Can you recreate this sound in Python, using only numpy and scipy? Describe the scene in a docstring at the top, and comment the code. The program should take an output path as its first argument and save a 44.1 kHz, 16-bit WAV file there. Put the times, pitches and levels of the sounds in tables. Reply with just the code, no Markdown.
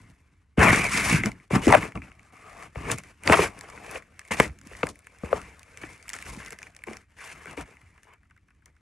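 """Stamping a cardboard box flat

A shoe crushes a taped box on an office carpet, right in front of a phone on the floor.
The board scrapes and crumples in many tiny slips, its panels buckle with short pops, its walls and
the floor thud, and the tape ticks. Faint air noise, a small damped room and a microphone with two
openings colour the sound."""
import sys
import numpy as np
from scipy import signal
from scipy.fft import rfft, irfft, next_fast_len
from scipy.io import wavfile
from scipy.ndimage import uniform_filter1d

SR = 44100
rng = np.random.default_rng(int(sys.argv[2]) if len(sys.argv) > 2 else 0)


def put_to_file(sound):
    """Save the sound as 16-bit audio at rate SR, in the file named by the first command-line argument."""
    columns = np.atleast_2d(sound).T  # one column per channel
    safe = np.clip(columns, -1, 1)
    whole_steps = np.round(safe * 32767)
    wavfile.write(sys.argv[1], SR, whole_steps.astype(np.int16))


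N = 388501

# Tone colours, saying how strong each pitch is next to the others: f/Hz, level/dB
AIR_TONE = [(12, -43), (20, -11.5), (92, 8.5), (153, -16.5), (471, -30), (524, -32.5), (1110, -24),
            (2280, -31.5), (3060, -32.5), (8700, -43), (12000, -50), (15600, -77.5), (22000, -120)]  # office air
RUMBLE_TONE = [(25, -26.5), (40, -6), (70, -1), (100, -8), (130, -13)]  # the floor under the phone
RASP_TONE = [(530, -31.5), (900, -12), (975, -9.5), (1040, -8), (1290, -8), (1360, -6), (1470, -6),
             (1710, -5.5), (2310, -3), (2460, -5.5), (2630, -7.5), (3500, -25), (4550, -41.5), (7700, -120)]  # the flutes, the wavy ribs inside the board
DRUM_TONE = [(59, -28.5), (100, 3.5), (204, 3), (236, 1.5), (281, 1), (377, -7.5), (420, -19.5),
             (550, -35.5), (920, -120)]  # the walls of the box
CREAK_TONE = [(160, -34.5), (280, -10.5), (456, 0), (519, -5), (688, -4.5), (788, -6.5), (1040, -6),
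              (1300, -7), (1690, -37), (2860, -120)]  # the folds
FIZZ_TONE = [(1760, -31), (3000, -9.5), (4290, -11), (4760, -10), (6130, -9), (9730, -9), (11400, -11),
             (12000, -14), (12500, -38.5), (16000, -59.5)]  # rubbing paper and tape
SNAP_TONE = [(2800, -7), (4100, -11.5), (5500, -6.5), (10500, -7), (12500, -10.5), (16000, -19)]  # snapping fibres

# Echoes from carpet and furniture: lowest f/Hz, highest f/Hz, time to fade 60 dB/s, level before filter/dB
ECHO_BANDS = [(191, 980, 0.073, -13), (1180, 8900, 0.066, -13.5)]
# The part of the box's sound that differs between left and right: f/Hz, level/dB
STEREO_WIDTH = [(150, -28), (600, -6), (2000, -13), (4500, -7), (10000, -10)]
# How much louder the left microphone opening is than the right: f/Hz, level/dB
LEFT_LOUDER = [(60, -0.5), (110, 0.5), (200, 0), (380, 2.5), (700, 8), (1290, 4), (2380, 0), (4400, 1.5),
               (8120, -0.5), (15000, 1)]
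# How far the left opening is ahead of the right (negative means behind): f/Hz, phase/rad
LEFT_AHEAD = [(100, 0), (2500, -.3), (6900, -.2), (8000, -.8), (11400, -2), (12500, -3.1)]

# The box shifts faintly between strokes: t/s, rasp level/dB, drum level/dB
SHIFTS = [(0, -61.5, -54), (.11, -66.5, -59), (.15, -70.5, -69.5), (.55, -82, -74), (1.34, -75, -51.5),
          (1.43, -62.5, -65.5), (1.49, -82, -76.5), (2.21, -65.5, -63.5), (2.29, -66, -68),
          (3.164, -69, -67), (4.035, -70, -63), (4.255, -61, -70), (4.534, -66.5, -54), (4.955, -69, -69),
          (5.2, -61.5, -70.5), (5.4, -51, -51.5), (5.63, -62.5, -67), (5.799, -56, -66), (5.999, -61, -70),
          (6.12, -54, -64.5), (6.8, -66.5, -68), (7.0, -61, -68.5), (7.075, -81, -79), (7.11, -68.5, -68),
          (7.8, -66.5, -68.5), (8.05, -68, -72.5), (8.2, -79, -73.5), (8.81, -80, -72)]
# The sole presses or drags the board:
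# start t/s, length/s, swell/dB, then the level/dB that rasp, drum, creak and fizz each end on
SHOE_STROKES = [(0.576, 0.03, 7.5, -26, -23, -22, -42.5), (0.592, 0.11, 5, -18, -21.5, -23, -31),
                (0.717, 0.15, -6, -31, -34, -38.5, -38), (0.887, 0.066, 12, -26, -33, -38.5, -28.5),
                (0.96, 0.21, -1, -29.5, -35, -38, -32.5), (1.091, 0.12, -1.5, -35.5, -32.5, -53, -58),
                (1.21, 0.059, 18, -34, -30.5, -34, -42), (1.505, 0.05, 19.5, -23.5, -17.5, -21.5, -32),
                (1.618, 0.043, 3, -37.5, -35, -45.5, -40), (1.679, 0.021, -5.5, -31, -21.5, -39, -40),
                (1.689, 0.062, 1, -29.5, -32, -22, -37.5), (1.766, 0.015, -0.5, -30.5, -27.5, -37, -42),
                (1.808, 0.062, -4.5, -41.5, -42.5, -42, -49.5), (1.95, 0.0072, 7.5, -46.5, -31.5, -40, -54),
                (2.018, 0.074, 0, -54.5, -54.5, -61, -65), (2.324, 0.34, 7, -51, -58, -56.5, -60),
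                (2.75, 0.17, 18.5, -35.5, -34.5, -35, -45), (2.91, 0.0047, 7, -30.5, -39.5, -52, -32.5),
                (2.978, 0.0074, -2.5, -46.5, -49.5, -53, -50),
                (3.037, 0.077, -3.5, -57.5, -61.5, -64, -64.5), (3.206, 0.071, 32, -32.5, -33, -35, -40.5),
                (3.287, 0.048, 11, -22, -33.5, -18, -29.5), (3.357, 0.091, 1.5, -28.5, -37, -31, -35),
                (3.546, 0.34, 3, -52.5, -56.5, -53.5, -59), (3.839, 0.13, 13, -40.5, -53, -45, -49),
                (4.312, 0.02, -1.5, -31, -35, -36, -37.5), (4.368, 0.036, 3.5, -35.5, -41, -40.5, -40.5),
                (4.402, 0.057, -8, -39.5, -41, -41.5, -45.5), (4.652, 0.16, 10.5, -50, -55, -53, -54),
                (4.83, 0.042, -8.5, -52, -46, -44, -57.5), (4.886, 0.0046, 9, -50.5, -43, -49, -46.5),
                (5.245, .07, -3, -54, -56, -51, -63), (5.309, 0.065, 4, -45.5, -46, -40, -53),
                (5.815, 0.15, -11.5, -60, -62, -73.5, -66), (6.133, 0.091, -4.5, -50.5, -61, -62, -56),
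                (6.25, 0.055, 3.5, -48, -47, -51.5, -48.5), (6.323, 0.034, 1, -55.5, -48, -50, -50),
                (6.382, 0.1, 1, -49.5, -52.5, -54, -56.5), (6.507, 0.021, 4.5, -51.5, -54, -53, -57),
                (6.583, 0.092, 8, -58, -59.5, -57, -61.5), (6.869, 0.095, -4.5, -55, -56.5, -54.5, -62.5),
                (7.168, 0.054, 11, -44, -68.5, -57, -53), (7.232, 0.091, 2, -45.5, -62.5, -58, -52),
                (7.351, 0.1, -3.5, -55, -63.5, -60.5, -65.5),
                (7.469, 0.077, -7, -51.5, -55.5, -55.5, -64.5), (7.572, 0.04, 3, -42.5, -43.5, -42, -51.5),
                (7.655, 0.068, 5, -54.5, -66, -58, -62.5), (8.07, 0.069, 6.5, -59.5, -79.5, -65.5, -79),
                (8.661, 0.04, 0, -74.5, -71.5, -74, -81.5)]
# Panels ring while the box holds one shape (a row only acts if it ends after it starts):
# start t/s, end t/s, f/Hz, width/Hz, boost/dB
PANEL_RINGS = [(0.67, 1.16, 2310, 340, 5), (0.612, .64, 1020, 100, 14.5), (.603, .636, 1600, 150, 14.5),
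               (2.1, 2.699, 725, 100, 11.5), (2.1, 2.699, 1200, 180, 9), (3.605, 6, 520, 110, 5),
               (3.598, 3.9, 750, 64, 8), (6.13, 5.8, 1700, 430, 8.5), (7, 7, 1030, 140, 16),
               (6.405, 7.1, 1560, 120, 6), (6.444, 6.545, 1910, 220, 8), (1.605, 1.66, 3000, 630, 10.5),
               (8.07, 8.167, 950, 650, 5.5)]
# Flattened folds creak as they relax: t/s, level/dB
FOLD_CREAKS = [(7.815, -50), (7.96, -56), (7.978, -47), (8.135, -50), (8.232, -54.5), (8.254, -61),
               (8.299, -54.5), (8.309, -50), (8.364, -53.5), (8.376, -53), (8.484, -52.5), (8.505, -53),
               (8.622, -58), (8.659, -50), (8.68, -56.5), (8.752, -61), (8.765, -56)]
# Tape and paper fibres snap: t/s, treble level/dB, body level/dB
TAPE_TICKS = [(.684, -25, -6), (0.7053, -31, -8), (0.746, -43, -7), (1.2355, -27, -16.5), (1.259, -14, -21),
              (1.317, -35, -34.5), (1.6683, -21.5, -20), (1.724, -15.5, -6), (1.7505, -15, -9),
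              (1.8292, -47, -21), (1.4, -58, -42.5), (1.558, -25, -19), (1.681, -35, -24),
              (1.921, -45, -33.5), (1.974, -49, -29), (2.0192, -51, -30), (2.117, -54, -40),
              (2.194, -51.5, -40.5), (2.625, -37, -33), (2.9008, -44, -17), (2.916, -12, -44),
              (2.9846, -25, -29), (3.036, -40, -41), (3.2357, -29.5, -33.5), (3.274, -18, -22),
              (3.324, -13.5, -2), (3.5903, -31, -45), (3.61, -30, -33), (3.7, -35, -43),
              (3.7762, -87, -32.5), (3.912, -27.5, -43), (4.023, -49.5, -38), (4.1934, -28.5, -28.5),
              (4.215, -51.5, -41), (4.251, -42, -42), (4.2776, -42, -45), (4.4, -11, -2), (4.497, -60, -39),
              (4.588, -41.5, -48), (4.6137, -41, -45), (4.6719, -36.5, -40), (4.733, -55, -34),
              (4.751, -48, -31), (4.8688, -25, -24.5), (4.9568, -43, -45), (4.991, -38, -50),
              (5.0696, -38, -32.5), (5.186, -46, -51.5), (5.4158, -34, -34.5), (5.594, -36.5, -46),
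              (5.631, -38, -42), (5.7734, -31.5, -33), (6.027, -35.5, -44), (6.081, -34, -31),
              (6.0923, -22.5, -39), (6.1005, -29, -29), (6.111, -44, -40), (6.1333, -20, -29.5),
              (6.139, -24, -36), (6.165, -30, -32), (6.1875, -32, -31.5), (6.225, -28, -28.5),
              (6.257, -37, -36), (6.264, -42, -33), (6.3, -32, -40), (6.348, -40, -37), (6.402, -46, -31.5),
              (6.449, -35, -43), (6.462, -28.5, -39), (6.482, -37, -39), (6.506, -30, -35),
              (6.523, -30, -35), (6.5295, -31, -34), (6.588, -35, -33.5), (6.618, -43, -36),
              (6.6292, -33.5, -32), (6.668, -52, -35), (6.749, -44, -46), (6.765, -34, -41),
              (6.79, -51.5, -43), (6.82, -57, -45), (6.838, -33.5, -27.5), (6.9325, -33.5, -34.5),
              (6.9693, -33, -32.5), (7.2605, -41, -43), (7.457, -39, -37), (7.769, -52.5, -43.5),
              (8.0326, -43, -50), (8.137, -51.5, -56), (8.6585, -41.5, -62.5)]
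# The sole lands or a wall caves in: t/s, level/dB, f/Hz, length/s, floor shake level/dB
SHOE_THUDS = [(0.581, -8, 189, 0.0065, -16), (1.125, -12, 151, 0.0064, -40.5),
              (1.142, -11, 142, 0.014, -55), (1.255, -21.5, 206.4, 0.034, -33.5),
              (1.532, -17.5, 126.4, 0.026, -31), (1.561, -11, 215, 0.01, -26), (1.671, -6, 273, 0.011, -27),
              (1.947, -46.5, 216, 0.028, -37), (2.77, -28, 92.5, 0.014, -32.5),
              (2.924, -27, 90.4, 0.014, -42), (3.257, -33.5, 281, 0.027, -37),
              (3.296, -12.5, 270, 0.0088, -23), (3.306, -14, 159, 0.0095, -27.5),
              (3.391, -30.5, 167, 0.027, -28), (4.31, -26.5, 186, 0.024, -61),
              (4.401, -8, 184, 0.0038, -34), (4.462, -38, 163, 0.011, -37), (4.493, -33.5, 120, 0.01, -33),
              (4.666, -40, 219, 0.0095, -54), (4.838, -17, 199, 0.0039, -48),
              (5.236, -23, 174, 0.0063, -33.5), (5.333, -39.5, 244, 0.03, -36),
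              (6.373, -33.5, 199, 0.011, -58), (6.88, -41, 221, 0.051, -46), (7.583, -33, 290, 0.014, -39),
              (7.833, -51, 85, 0.065, -57)]
# A panel buckles: t/s, level/dB, f/Hz, length/s, crack level/dB
PANEL_POPS = [(0.576, -21, 287, 0.008, -31), (1.236, -31, 332, 0.024, -20),
              (1.508, -22.5, 305, 0.0066, -33.5), (1.558, -23.5, 292, 0.008, -21),
              (1.6803, -7, 169.5, 0.009, -20.5), (1.7015, -15, 920, 0.009, -29.5),
              (1.7259, -3, 690, 0.0032, -10), (1.729, -20, 685, 0.007, -39.5),
              (1.7363, -8.5, 660, 0.0055, -12.5), (1.7413, -7, 647, 0.0045, -18),
              (1.745, -13.5, 900, 0.0056, -6.5), (1.749, -6, 580, 0.0075, -11.5),
              (1.824, -31, 1066, 0.011, -27), (1.955, -33, 1130, 0.01, -49), (2.757, -34, 450, 0.0073, -32),
              (2.919, -35, 1160, 0.0059, -24.5), (3.256, -35.5, 382, 0.0056, -35),
              (3.2756, -11, 1903, 0.0028, -12), (3.298, -7.5, 390, 0.004, -7.5),
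              (3.308, -21.5, 504, 0.004, -21.5), (3.322, -10, 985, 0.0063, -14.5),
              (3.332, -7.5, 1000, 0.004, -18.5), (3.339, -8.5, 837, 0.0033, -13.5),
              (3.343, -15.5, 1300, 0.0072, -18.5), (3.3915, -9, 405.6, 0.0074, -35),
              (3.42, -24.5, 371, 0.019, -16), (3.958, -37, 650, 0.0087, -22.5),
              (4.308, -31.5, 480, 0.0075, -22), (4.399, -6, 453, 0.0072, -13),
              (4.405, -12, 870, 0.0032, -8), (4.713, -42, 413, 0.0066, -41),
              (4.831, -19.5, 475, 0.01, -15.5), (4.832, -16, 1130, 0.0044, -23),
              (5.235, -31, 481, 0.011, -54.5), (5.329, -9.5, 485, 0.006, -34.5),
              (5.335, -25.5, 502, 0.01, -46.5), (5.835, -36, 304, 0.012, -28.5),
              (6.138, -37.5, 1300, 0.0092, -34), (6.873, -34, 336, 0.012, -36),
              (6.884, -33, 316, 0.0076, -29), (6.911, -34.5, 316, 0.0086, -48.5),
              (7.457, -43, 401, 0.011, -35), (7.576, -29.5, 335.5, 0.0049, -25),
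              (7.604, -42, 1010, 0.0077, -49)]

ATTACK_DB_PER_S, RELEASE_DB_PER_S = 5000, [520, 370, 527, 550]  # release: rasp, drum, creak, fizz
SPRING_BACK_DB, SPRING_FADE_DB_PER_S = -18.5, 143.5
AIR_DB, TREBLE_LIMIT_HZ = -69, 16400


def gain_of(db):
    """Turns decibels into a number to multiply a sound by."""
    return 10 ** (np.asarray(db) / 20)


def evened(x):
    """Scales a signal so that its average power is 1."""
    return x / np.sqrt(np.mean(x ** 2) + 1e-20)


def read(points, hz):
    """Looks up a table between its rows, with every octave equally wide."""
    f, value = np.transpose(points)
    return np.interp(np.log(hz + 1), np.log(f + 1), value)


def add(mix, s, sound):
    """Mixes a sound in at s seconds."""
    part = mix[round(s * SR):][:len(sound)]
    part += sound[:len(part)]


def response(tone, size=8192):
    """Builds a filter: how a thing with this tone colour answers one tap, scaled to energy 1."""
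    hz = abs(np.fft.fftfreq(size, 1 / SR))
    octaves_outside = np.log2((hz + 1) / (np.clip(hz, tone[0][0], tone[-1][0]) + 1))
    log_gain = np.log(gain_of(np.maximum(read(tone, hz) - 40 * abs(octaves_outside), -100)))
    spectrum = np.exp(np.conj(signal.hilbert(log_gain)))  # this phase puts all sound after the tap
    taps = np.fft.ifft(spectrum).real[:size // 2]
    return taps / np.linalg.norm(taps)


def flutter(hz):
    """A random wobble, mostly slower than hz."""
    return evened(signal.lfilter([1], [1, -np.exp(-2 * np.pi * hz / SR)], rng.standard_normal(N)))


def blur(patches, frames):
    """Smooths a grid of values over nearby pitches and moments."""
    return uniform_filter1d(uniform_filter1d(patches, size=3, axis=0), size=frames, axis=1)


def favour(noise, span_hz, pick, sharpness):
    """Makes one pitch stand out of a noise; pick, from 0 to 1, places it within the span."""
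    hz = span_hz[0] * (span_hz[1] / span_hz[0]) ** pick
    return noise + .8 * evened(signal.lfilter(*signal.iirpeak(hz, sharpness, SR), noise))


def burst(tone, fade_s, noise):
    """A puff of noise that fades 60 dB in fade_s, is given a tone colour and peaks at 1."""
    puff = noise * gain_of(-60 * np.arange(len(noise)) / SR / fade_s)
    out = signal.fftconvolve(puff, response(tone)[:1024])
    return out / abs(out).max()


def ring(hz, length_s, glide, rise_cycles):
    """A bending panel rings until the sole chokes it; fast waves arrive first, so the pitch drops."""
    t = np.arange(int(.2 * SR)) / SR
    cycles = np.cumsum(hz * (1 + glide * np.exp(-t * hz * 1.87))) / SR
    loudness = (1 - np.exp(-t * hz / rise_cycles)) * np.exp(-(t / max(length_s, .002)) ** 3)
    return np.sin(2 * np.pi * cycles) * loudness / loudness.max()


def office_air():
    """Faint wavering air noise, nearly alike on both sides."""
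    shared, left, right = rng.standard_normal((3, N))
    noise = shared + 0.22 * np.array([left, right])
    air = signal.oaconvolve(noise, response(AIR_TONE)[None], axes=1)[:, :N]
    return gain_of(AIR_DB + 2.5 * flutter(3)) * evened(air)


def room_echoes(x):
    """Carpet and furniture send back tiny echoes, different on each side; the treble dies sooner."""
    size = SR // 10
    taps = np.zeros((2, size))
    slots = np.arange(30, size - 10, 10)  # one echo in every 10 samples
    arrivals = slots + rng.integers(0, 10, (2, len(slots)))
    np.put_along_axis(taps, arrivals, rng.choice([-1., 1.], arrivals.shape), 1)
    tail = 0
    for low_hz, high_hz, fade_s, db in ECHO_BANDS:
        dying = taps * gain_of(-60 * np.arange(size) / SR / fade_s)
        dying = dying / np.linalg.norm(dying, axis=1, keepdims=True)
        band = signal.butter(2, [low_hz, high_hz], "band", fs=SR, output="sos")
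        tail = tail + gain_of(db) * signal.sosfilt(band, dying)
    return signal.fftconvolve(x[None], tail, axes=1)[:, :N]


def moving_spots(x):
    """Sound leaves from ever new spots on the box, so left and right differ in shifting patches."""
    hz, t, spectrum = signal.stft(x, SR, nperseg=256, noverlap=192)
    real, imaginary = rng.standard_normal((len(t), len(hz), 2)).T
    place = blur(real + 1j * imaginary, frames=10)
    place = place / np.sqrt(np.mean(abs(place) ** 2))
    width = gain_of(read(STEREO_WIDTH, hz))[:, None]
    side = signal.istft(spectrum * place * width, SR, nperseg=256, noverlap=192)[1][:N]
    return np.array([x + side, x - side])


def settling_folds():
    """Flattened folds relax with small creaks, each starting with a crisp tick."""
    out, count = np.zeros(N), len(FOLD_CREAKS)
    for (s, db), noise, pick in zip(FOLD_CREAKS, rng.standard_normal((count, 6000)), rng.random(count)):
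        creak = favour(noise, span_hz=(1150, 1900), pick=pick, sharpness=2.8)
        add(out, s, gain_of(db) * burst(RASP_TONE, 0.041, creak))
        add(out, s, gain_of(db - 6.5) * burst(SNAP_TONE, 0.01, noise[::-1]))
    return out


def tape_ticks():
    """Tape and paper fibres snap brightly, and the hollow flutes sound on for a moment."""
    out, count = np.zeros(N), len(TAPE_TICKS)
    noises, picks = rng.standard_normal((count, 2, 2000)), rng.random((count, 2))
    for (s, treble_db, body_db), noise, pick in zip(TAPE_TICKS, noises, picks):
        bright = favour(noise[0], span_hz=(5500, 10000), pick=pick[0], sharpness=1.9)
        hollow = favour(noise[1], span_hz=(1600, 2400), pick=pick[1], sharpness=8.6)
        tail = gain_of(-14) * burst(RASP_TONE, 0.04, hollow[::-1])
        add(out, s, gain_of(treble_db) * burst(SNAP_TONE, 0.0074, bright))
        add(out, s, gain_of(body_db) * (burst(RASP_TONE, 0.008, hollow) + tail))
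    return out


def thuds():
    """The sole lands or a wall caves in with a low thud, and the floor shakes at about 70 Hz."""
    out = np.zeros(N)
    for s, db, hz, length_s, shake_db in SHOE_THUDS:
        add(out, s, gain_of(db) * ring(hz, length_s, glide=0.48, rise_cycles=0.23))
        add(out, s, gain_of(shake_db) * ring(70, 0.03, glide=0.23, rise_cycles=0.53))
    return out


def buckling_pops():
    """A panel gives way with a short falling note, a higher overtone and a noisy crack."""
    out = np.zeros(N)
    noises = rng.standard_normal((len(PANEL_POPS), 1500))
    for (s, db, hz, length_s, crack_db), noise in zip(PANEL_POPS, noises):
        glide = 2.4 * np.clip(1.5 + (crack_db - db) / 24, 0, 1)  # a weak crack means less pitch drop
        note = ring(hz, length_s, glide, rise_cycles=0.62)
        overtone = ring(2.423 * hz, .5 * length_s, glide=1.05, rise_cycles=0.24)
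        add(out, s, gain_of(db) * (note + .5 * overtone))
        add(out, s, gain_of(crack_db) * burst(RASP_TONE, 1.6 * length_s, noise))
    return out


def ringing_panels(x):
    """Panels boost their own pitches; other small peaks come and go as the board bends."""
    hz, t, spectrum = signal.stft(x, SR, nperseg=512, noverlap=384)
    patches = rng.standard_normal((len(t), len(hz))).T
    boost_db = 2.6 * evened(blur(patches, frames=14))
    for start, end, ring_hz, width_hz, db in PANEL_RINGS:
        peak = 1 / (1 + (2 * (hz - ring_hz) / width_hz) ** 2)
        boost_db = boost_db + db * np.outer(peak, (t > start) & (t < end))
    return signal.istft(spectrum * gain_of(boost_db), SR, nperseg=512, noverlap=384)[1][:, :N]


def shoe_motion():
    """Rasp, drum, creak and fizz in dB: the sole presses and lets go, and the board springs back."""
    t = np.arange(0, N / SR + .004, .001)
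    s, rasp_db, drum_db = np.transpose(SHIFTS)
    rasp_db, drum_db = np.interp(t, s, rasp_db), np.interp(t, s, drum_db)
    power = gain_of([rasp_db, drum_db, rasp_db - 7, rasp_db - 7]) ** 2  # faint shifting between strokes
    for start, length_s, swell_db, *end_db in SHOE_STROKES:
        since_start, since_end = t - start, np.maximum(t - start - length_s, 0)
        attack_db = ATTACK_DB_PER_S * np.minimum(since_start, 0)
        press_db = attack_db + swell_db * (np.clip(since_start / length_s, 0, 1) - 1)
        release = gain_of(-np.outer(RELEASE_DB_PER_S, since_end)) ** 2
        spring_back = gain_of(SPRING_BACK_DB - SPRING_FADE_DB_PER_S * since_end) ** 2
        power = power + gain_of(np.add.outer(end_db, press_db)) ** 2 * (release + spring_back)
    return [np.interp(np.arange(N) / SR, t, 10 * np.log10(layer)) for layer in power]


def grains(per_s, spread_db, rub):
    """Tiny slips of uneven size over a smooth rubbing noise."""
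    sizes = gain_of(spread_db * np.minimum(rng.exponential(1, N), 4)) * rng.choice([-1, 1], N)
    slips = sizes * (rng.random(N) < per_s / SR)
    return evened(evened(slips) + rub * rng.standard_normal(N))


def crumpling_board():
    """One jerky motion of the board drives five layers of noise, from floor rumble to paper fizz."""
    rasp_db, drum_db, creak_db, fizz_db = shoe_motion()
    jerks = flutter(22)
    slips = grains(1500, spread_db=3.5, rub=1.4)
    # light pressure lets single fibres crackle; a hard slide merges them into a rush
    lightness = np.clip((-33.5 - rasp_db) / 14, 0, 1)
    crackle = lightness * grains(100, spread_db=5.0, rub=0)
    folds = grains(400, spread_db=2.0, rub=0.86) + 0.043 * crackle
    flutes, folds = ringing_panels(np.array([slips + 0.074 * crackle, folds]))
    layers = [  # tone colour, level/dB, the noise that drives it
        (RASP_TONE, rasp_db + jerks + 0.23 * flutter(60), flutes),
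        (DRUM_TONE, drum_db + 0.27 * jerks + 0.65 * flutter(6.5), grains(150, spread_db=8.0, rub=1.7)),
        (RUMBLE_TONE, 0.69 * drum_db - 18.0 + 2.4 * flutter(5.2), rng.standard_normal(N)),
        (CREAK_TONE, creak_db + 1.9 * jerks + 0.22 * flutter(30), folds),
        (FIZZ_TONE, fizz_db + 2.27 * jerks + 0.24 * flutter(70),
         evened(.6 * slips + grains(600, spread_db=4, rub=1.8)) + .4 * crackle)]
    return sum(signal.oaconvolve(gain_of(db) * noise, response(tone))[:N] for tone, db, noise in layers)


def scene():
    """The box, its echoes and the office air."""
    box = crumpling_board() + buckling_pops() + thuds() + tape_ticks() + settling_folds()
    return moving_spots(box) + room_echoes(box) + office_air()


def record(dry):
    """Each microphone opening has its own level and phase; peaks round off and the top treble is cut."""
    size = next_fast_len(N + 4096)
    hz = np.fft.rfftfreq(size, 1 / SR)
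    left = gain_of(read(LEFT_LOUDER, hz) / 2) * np.exp(.5j * read(LEFT_AHEAD, hz))
    openings = irfft(rfft(dry, size) * np.array([left, 1 / left]), size)[:, :N]
    rounded = 1.3 * np.tanh(openings / 1.3)
    treble_cut = signal.firwin(511, TREBLE_LIMIT_HZ, window=("kaiser", 9), fs=SR)
    return signal.oaconvolve(rounded, treble_cut[None], "same")


dry = scene()
out = record(dry)
put_to_file(out)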